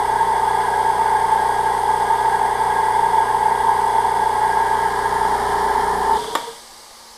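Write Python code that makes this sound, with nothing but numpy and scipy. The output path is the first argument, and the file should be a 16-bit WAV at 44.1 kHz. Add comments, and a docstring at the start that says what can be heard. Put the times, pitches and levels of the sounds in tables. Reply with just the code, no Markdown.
"""A small twin-piston electric air compressor runs in a garage, close to a hand-held camera that moves in.
The shaft drones, each turn knocks the pump head, and noise shaped by the muffler makes the intake roar.
Trapped air starts to vent just before the power is cut; the pump coasts to rest while the switch snaps.
Drone, knocks and hum are sums of sines; the rushing airs are shaped noise; the switch is struck resonances.
Two soft thuds come through the camera body, and a soft room hiss with two faint tones is left at the end."""
import sys
import numpy as np
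from scipy import signal
from scipy.fft import rfft, irfft, next_fast_len
from scipy.io import wavfile
from scipy.ndimage import uniform_filter1d

SR = 44100
rng = np.random.default_rng(int(sys.argv[2]) if len(sys.argv) > 2 else 0)


def wav_out(sig):
    """Save sig, one row per channel (or a flat mono array), as 16-bit PCM at SR to the path in sys.argv[1]."""
    wavfile.write(sys.argv[1], SR, np.round(np.clip(np.atleast_2d(sig).T, -1, 1) * 32767).astype(np.int16))


N = 316195
T = np.arange(N) / SR  # time of each sample, s


def undb(db):
    """Turn decibels into a plain factor."""
    return 10 ** (np.asarray(db) / 20)


def level(x, db):
    """Scale a sound to the given rms level in dB."""
    return x * undb(db) / np.sqrt(np.mean(x ** 2))


def coloured(gain):
    """Noise of rms 1: random noise whose amplitude spectrum is shaped by gain(f/Hz)."""
    size = next_fast_len(N)
    hz = np.arange(1, size // 2 + 2) * SR / size  # starts just above zero, so its logarithm exists
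    shaped = rfft(rng.standard_normal(size)) * gain(hz)
    return level(irfft(shaped, size)[:N], 0)


def points(table):
    """Amplitude spectrum drawn through (f/Hz, level/dB) points, with straight lines over log frequency."""
    hz, db = np.transpose(table)
    return lambda f: undb(np.interp(np.log(f), np.log(hz), db))


def resonances(table):
    """Amplitude spectrum of steep resonances whose powers add; each width is where amplitude halves."""
    def gain(f):
        power = 0
        for hz, width, db in table:
            power = power + undb(2 * db) / (1 + ((f - hz ** 2 / f) / width) ** 2) ** 2
        return np.sqrt(power)
    return gain


def ring(x, modes):
    """Resonances struck by x, each dying away by 60 dB in its own time."""
    out = 0
    for hz, db, t60 in modes:
        pole = np.exp(2j * np.pi * hz / SR - np.log(1000) / (t60 * SR))
        out = out + undb(db) * signal.lfilter([1], [1, -pole], x).imag
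    return out


def walk(rate):
    """Slow random wander of spread 1: new random values arrive at this rate (Hz) and are smoothed."""
    k = int(SR / rate)
    steps = np.repeat(rng.standard_normal(N // k + 1), k)
    smooth = uniform_filter1d(uniform_filter1d(steps, k), k)[:N]
    return smooth / smooth.std()


WALLS_T60_S, WALLS_DB = .15, -8  # fading time of the tail, and its strength beside the direct sound


def walls(x):
    """Direct sound plus a short diffuse tail from shelves and walls."""
    t = np.arange(int(.3 * SR)) / SR
    tail = rng.standard_normal(len(t)) * np.exp(-np.log(1000) * t / WALLS_T60_S)
    tail *= undb(WALLS_DB) / np.sqrt(np.sum(tail ** 2))
    return (x + signal.fftconvolve(x, tail)[:N]) / np.sqrt(1 + undb(2 * WALLS_DB))


CUT_S, CUT_FADE_S = 6.185, .012  # the power is gone at CUT_S, after a fade of this length
COAST_S = .47  # the shaft then slows evenly to rest in this time


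def speed(t):
    """Share of full shaft speed; a tiny floor avoids dividing by zero."""
    return np.clip(1 - (t - CUT_S) / COAST_S, .001, 1)


SHAFT_HZ, FIRST_THROB_S = 29.289, .031  # full shaft rate, and when the first throb peaks
TURNS = SHAFT_HZ * (np.cumsum(speed(T)) / SR - FIRST_THROB_S)  # shaft turns so far
POWERED = np.clip((CUT_S - T) / CUT_FADE_S, 0, 1)  # 1 with power, 0 without
NEAR = np.interp(T, (4.05, 5.42), (0, 1))  # the camera moves in between these times (s)
SIDE = np.interp(T, (5.4, 6.2), (0, 1))  # the camera swings to the side of the pump (s)


# Soft room noise, its spectrum before scaling: (f/Hz, level/dB)
ROOM_SPECTRUM = [(20, -6), (90, -11), (120, -16), (280, -16), (350, -7), (700, -7), (850, 0), (1100, -5),
                 (1500, -11), (1750, -7), (3300, -12), (4800, -5), (6500, -12), (11000, -15), (12000, -21),
                 (15300, -25)]
# Faint steady-pitched tones, rms before they waver: (f/Hz, level/dB)
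ROOM_TONES = [(232.5, -57), (1217.5, -57)]
ROOM_DB = -42.5
SETTLE_DB, SETTLE_S = 6, .4  # extra loudness at the power cut, and how slowly it sinks back


def garage():
    """Soft shaped room noise and two wavering sines, louder at the power cut and then sinking back."""
    tones = 0
    for hz, db in ROOM_TONES:
        gain = np.sqrt(2) * undb(db + 2.9 * walk(1.82))
        tones = tones + gain * np.sin(2 * np.pi * (hz * T + rng.random()))
    settle_db = SETTLE_DB * (T > CUT_S) * np.exp(-np.maximum(T - CUT_S, 0) / SETTLE_S)
    room = walls(coloured(points(ROOM_SPECTRUM)))
    room = room * undb(ROOM_DB + .5 * walk(2.11) + settle_db)
    return room + undb(settle_db / 2) * tones


# Soft thuds through the camera body, level of the swell around each: (t/s, level/dB, f/Hz)
BODY_THUDS = [(1.3, -48, 70), (3.62, -40, 45)]


def bumps():
    """Short low thuds: a low sine inside a brief, smooth swell."""
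    out = 0
    for s, db, hz in BODY_THUDS:
        swell = np.exp(-((T - s) / .03) ** 2)
        out = out + undb(db) * swell * np.sin(2 * np.pi * hz * (T - s))
    return out


# First touch, snap and rebound, peak of each: (t/s, level/dB)
SWITCH_HITS = [(6.243, -21), (6.3523, -1.5), (6.412, -21)]
# Resonances of the switch housing, strengths beside each other: (f/Hz, level/dB, 60 dB fading time/s)
SWITCH_MODES = [(650, -8, .03), (930, -5, .11), (1150, 0, .022), (1450, -6, .015), (1800, -9, .03),
                (2300, -9, .012), (3500, -9, .014), (5000, -10, .008), (7200, -11, .007), (9200, -12, .008),
                (11200, -14, .005)]
CRACK_DB, CRACK_S = -3, .005  # gain and decay of the broad crack of the contact


def switch():
    """A push and its release ring the housing; loose parts rattle and nearby surfaces scatter it back."""
    out = np.zeros(N)
    t = np.arange(int(.25 * SR)) / SR
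    high_pass = signal.butter(2, 350, "high", fs=SR, output="sos")
    crack_band = signal.butter(2, [450, 2300], "band", fs=SR, output="sos")
    for s, db in SWITCH_HITS:
        rattle = undb(-19) * np.exp(-t / .003) + undb(-29) * np.exp(-t / .035)
        blow = rng.standard_normal(len(t)) * rattle
        blow[0], blow[int(.00043 * SR)] = .7, -1.2  # push, then release
        snap = signal.sosfilt(high_pass, ring(blow, SWITCH_MODES))
        crack = signal.sosfilt(crack_band, rng.standard_normal(len(t)))
        crack_fade = np.exp(-t / CRACK_S) + undb(-16) * np.exp(-t / .054)  # quick crack, weaker long tail
        snap = snap / np.abs(snap).max() + undb(CRACK_DB) * crack * crack_fade
        out[int(s * SR):][:len(t)] += snap * undb(db) / np.abs(snap).max()
    return out


# Airy resonances of the low jet, strengths beside each other: (f/Hz, width/Hz, level/dB)
LOW_JET_BANDS = [(3430, 650, 2.5), (4880, 470, -8.5), (6200, 1500, -14)]
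# The same for the thin high jet: (f/Hz, width/Hz, level/dB)
HIGH_JET_BANDS = [(8200, 580, 0), (9100, 600, -8)]


def jet(open_s, rise_s, db, until_s, fall_db_per_s):
    """Loudness of one jet: it opens, holds until a set time, then dies away steadily in dB."""
    opening = np.clip((T - open_s) / rise_s, 0, 1)
    return opening * undb(db - fall_db_per_s * np.maximum(T - until_s, 0))


def vent():
    """Trapped air escapes through a small nozzle as shaped noise; the thin high jet lasts longer."""
    low_gain = jet(open_s=6.11, rise_s=.06, db=-38, until_s=6.42, fall_db_per_s=75)
    high_gain = jet(open_s=6.11, rise_s=.06, db=-47, until_s=6.4, fall_db_per_s=19)
    low = low_gain * undb(.87 * walk(40)) * coloured(resonances(LOW_JET_BANDS))  # it flutters
    high = high_gain * coloured(resonances(HIGH_JET_BANDS))
    return walls(low + high)


def strokes(depth_db, lag):
    """Gain that swells twice a turn, once for each piston; lag is in turns."""
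    return undb(depth_db * np.cos(4 * np.pi * (TURNS - lag)))


def part_gain(db, near_db, side_db, drop_db, power):
    """Gain of a pump part: dB changes close by, at the side and without power, times speed ** power."""
    total_db = db + NEAR ** 2 * near_db + SIDE * side_db + (1 - POWERED) * drop_db
    return undb(total_db) * speed(T) ** power


# Thin whines of the motor, strengths beside each other: (f/Hz, width/Hz, level/dB)
WHINE_BANDS = [(3397, 10, 0), (3340, 8, -3), (3314, 8, -6), (3760, 15, -8)]


def whine():
    """Narrow bands of noise from the motor that fade out as the camera moves in."""
    return (1 - NEAR) * coloured(resonances(WHINE_BANDS)) * undb(-51)


# Broad rumble of the casing, strengths beside each other: (f/Hz, width/Hz, level/dB)
CASING_BANDS = [(240, 140, -9), (615, 140, -8), (824, 92, 4), (993, 136, 5), (1270, 340, -6),
                (1747, 215, -3.5)]


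def casing():
    """Broad bands of rumbling noise from the casing that grow as the camera moves in."""
    return NEAR * coloured(resonances(CASING_BANDS)) * undb(-26)


# Spectrum of the pump's hiss from further off, before scaling: (f/Hz, level/dB)
HISS_FAR = [(1470, -31), (2500, -3), (2620, 5), (2740, -1.5), (3440, 5), (3970, -9.5), (5060, -2),
            (5670, -26), (6490, -5), (7110, -41), (7560, -4), (8790, 2.5), (9930, -3.5), (11000, -4),
            (15300, -25)]
# The same from close by: (f/Hz, level/dB)
HISS_CLOSE = [(1470, -36), (2500, -1.5), (2740, -6.5), (3040, 2.5), (4450, -4.5), (4940, -1), (5980, -9.5),
              (7390, -8.5), (8930, -2), (11000, -6.5), (15300, -24)]


def hiss():
    """Air noise pulsing with each piston stroke; its colour changes as the camera moves in."""
    far, close = coloured(points(HISS_FAR)), coloured(points(HISS_CLOSE))
    air = np.sqrt(1 - NEAR) * far + np.sqrt(NEAR) * close
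    gain = part_gain(db=-39.5, near_db=2, side_db=-.3, drop_db=-2.5, power=.55)
    return walls(air * strokes(1, lag=.26) * gain * undb(.14 * walk(12)))


# Upper ringing of the pump, strengths beside each other: (f/Hz, width/Hz, level/dB)
UPPER_BANDS = [(1640, 50, 0), (1640, 16, 0), (1217, 8, -3), (1289, 30, -12), (1490, 30, -9), (1543, 20, -9),
               (1955, 55, -8), (1761, 30, -11), (1844, 30, -12), (1650, 900, -16), (2120, 200, -16)]


def upper_ring():
    """Noise in ringing bands that pulses with each piston stroke and wavers at random."""
    gain = part_gain(db=-31, near_db=-1, side_db=-4.5, drop_db=-6.5, power=.5)
    return coloured(resonances(UPPER_BANDS)) * strokes(1, lag=.3) * gain * undb(.69 * walk(3.92))


# Hum lines, rms before the camera moves:
# (multiple of twice the mains rate, added multiple of the shaft rate, level/dB)
HUM_LINES = [(1, 0, -44), (1, -1, -65), (1, 1, -61), (1, 2, -51), (1, 3, -57), (2, -1, -62), (2, 0, -51),
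             (2, 1, -54), (2, 3, -59), (2, 4, -59), (3, 0, -57)]
TWICE_MAINS_HZ = 119.97


def hum(pure_db, loaded_db):
    """Magnetic hum of the motor: a pure tone, and lines modulated by the load on the shaft."""
    out = 0
    for m, k, db in HUM_LINES:
        change_db = pure_db if (m, k) == (1, 0) else loaded_db
        cycles = m * TWICE_MAINS_HZ * T + k * TURNS + rng.random()
        out = out + np.sqrt(2) * undb(db + change_db) * np.sin(2 * np.pi * cycles)
    return out


# Last piston strokes, level of the swell at its top: (t/s, level/dB)
COASTING_STROKES = [(6.18, -22), (6.201, -25), (6.227, -21.5), (6.255, -27), (6.286, -22), (6.336, -24),
                    (6.391, -30), (6.452, -35), (6.482, -25.5)]
STROKE_HZ, STROKE_RISE_HZ_PER_S = 426.5, 112  # pitch at the power cut, and its rise after it
STROKE_DECAY_S, SLOW_POWER = .0062, 1.6  # decay at full speed; slower strokes last longer


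def last_strokes():
    """Separate soft throbs of the head around the power cut and as the shaft slows."""
    out = 0
    for s, db in COASTING_STROKES:
        t = np.clip(T - s, -.1, .3)
        hz = STROKE_HZ + STROKE_RISE_HZ_PER_S * (s - CUT_S)
        decay_s = STROKE_DECAY_S / speed(s) ** SLOW_POWER
        swell = np.where(t < 0, np.exp(-(t / .0092) ** 2), np.exp(-t / decay_s))
        out = out + undb(db) * swell * np.sin(2 * np.pi * hz * (T - s))
    return out


# Muffler resonances under power, strengths beside each other: (f/Hz, width/Hz, level/dB)
MUFFLER_BANDS = [(879.8, 43, -1.5), (906.8, 29.7, -0.5), (852.3, 23, -4), (943, 36, -7.5), (980, 30, -13.5),
                 (1004, 42, -11.5), (1064.3, 18.7, -12.5), (801, 39, -10.5), (794, 60, -17.5),
                 (750, 73, -14), (680, 7.9, -17.5), (631, 28, -23), (568, 14.5, -20), (1097, 13, -23.5),
                 (854, 520, -24.5), (415, 260, -32), (200, 110, -35), (50, 80, -46)]
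# Intake once the pump is unloaded, strengths beside each other: (f/Hz, width/Hz, level/dB)
IDLE_BANDS = [(954, 49, 0), (865, 580, -13), (248, 720, -20)]


def roar():
    """Intake air roars in the muffler, swelling per stroke; it dips briefly while the camera moves."""
    loaded, idle = coloured(resonances(MUFFLER_BANDS)), coloured(resonances(IDLE_BANDS))
    intake = POWERED * loaded + (1 - POWERED) * idle
    gain = part_gain(db=-17.5, near_db=-.54, side_db=-1, drop_db=-8, power=1.26)
    dip_db = -2.6 * np.exp(-((T - 4.9) / .2) ** 2)
    return intake * strokes(.6, lag=-.03) * gain * undb(dip_db)


# Shaft drone, rms before the part gain: (multiple of the shaft rate, level/dB)
DRONE_LINES = [(1, -51), (2, -44), (3, -64), (4, -62), (6, -51), (8, -61), (9, -65), (10, -54)]


def drone():
    """Low multiples of the shaft rate, each wandering a little in level."""
    out = 0
    for k, db in DRONE_LINES:
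        gain = np.sqrt(2) * undb(db + .45 * walk(2.7))
        out = out + gain * np.sin(2 * np.pi * (k * TURNS + rng.random()))
    return out * part_gain(db=-.1, near_db=4.3, side_db=.3, drop_db=-12, power=1.6)


# Shaft multiples lifted by the head resonance, rms before the camera moves:
# (multiple of the shaft rate, level/dB, added when close by/dB)
HEAD_LINES = [(12, -56, 0), (13, -41, 0), (14, -34, 1), (15, -39, -1), (16, -38, -4), (17, -42, -5),
              (18, -51, -2), (20, -58, 0)]
THROB_SPREAD = .06  # outer multiples lead by this share of a cycle times their distance squared


def knocks():
    """Multiples of the shaft rate that peak nearly together, so the pump head throbs once a turn."""
    centre = 15
    out = 0
    for k, db, near_db in HEAD_LINES:
        gain = np.sqrt(2) * undb(db + NEAR * near_db + .5 * walk(9.7))
        out = out + gain * np.cos(2 * np.pi * (k * TURNS + THROB_SPREAD * (k - centre) ** 2))
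    return out


def compressor():
    """All parts of the pump on one shaft; whine, casing, hum and knocks stop with the power."""
    knock_db = NEAR ** 2 * 3 + SIDE * 1.2
    hum_db = SIDE * -9
    driven = whine() + casing() + hum(hum_db, knock_db) + knocks() * undb(knock_db)
    return hiss() + upper_ring() + roar() + drone() + POWERED * driven + last_strokes()


def scene():
    """Everything heard together, as one channel."""
    return (garage() + bumps() + switch() + vent() + compressor())[None]


NOTCH_HZ, NOTCH_WIDTH_HZ, NOTCH_DEPTH = 2564, 485, .78  # depth is the share removed at the centre
TOP_HZ = 15250


def record(dry):
    """The microphone housing dips near one frequency; the recorder cuts the top."""
    dip = signal.lfilter(*signal.iirpeak(NOTCH_HZ, NOTCH_HZ / NOTCH_WIDTH_HZ, fs=SR), dry)
    top_cut = signal.ellip(10, .2, 80, TOP_HZ, fs=SR, output="sos")
    return signal.sosfilt(top_cut, dry - NOTCH_DEPTH * dip)


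dry = scene()
out = record(dry)
wav_out(out)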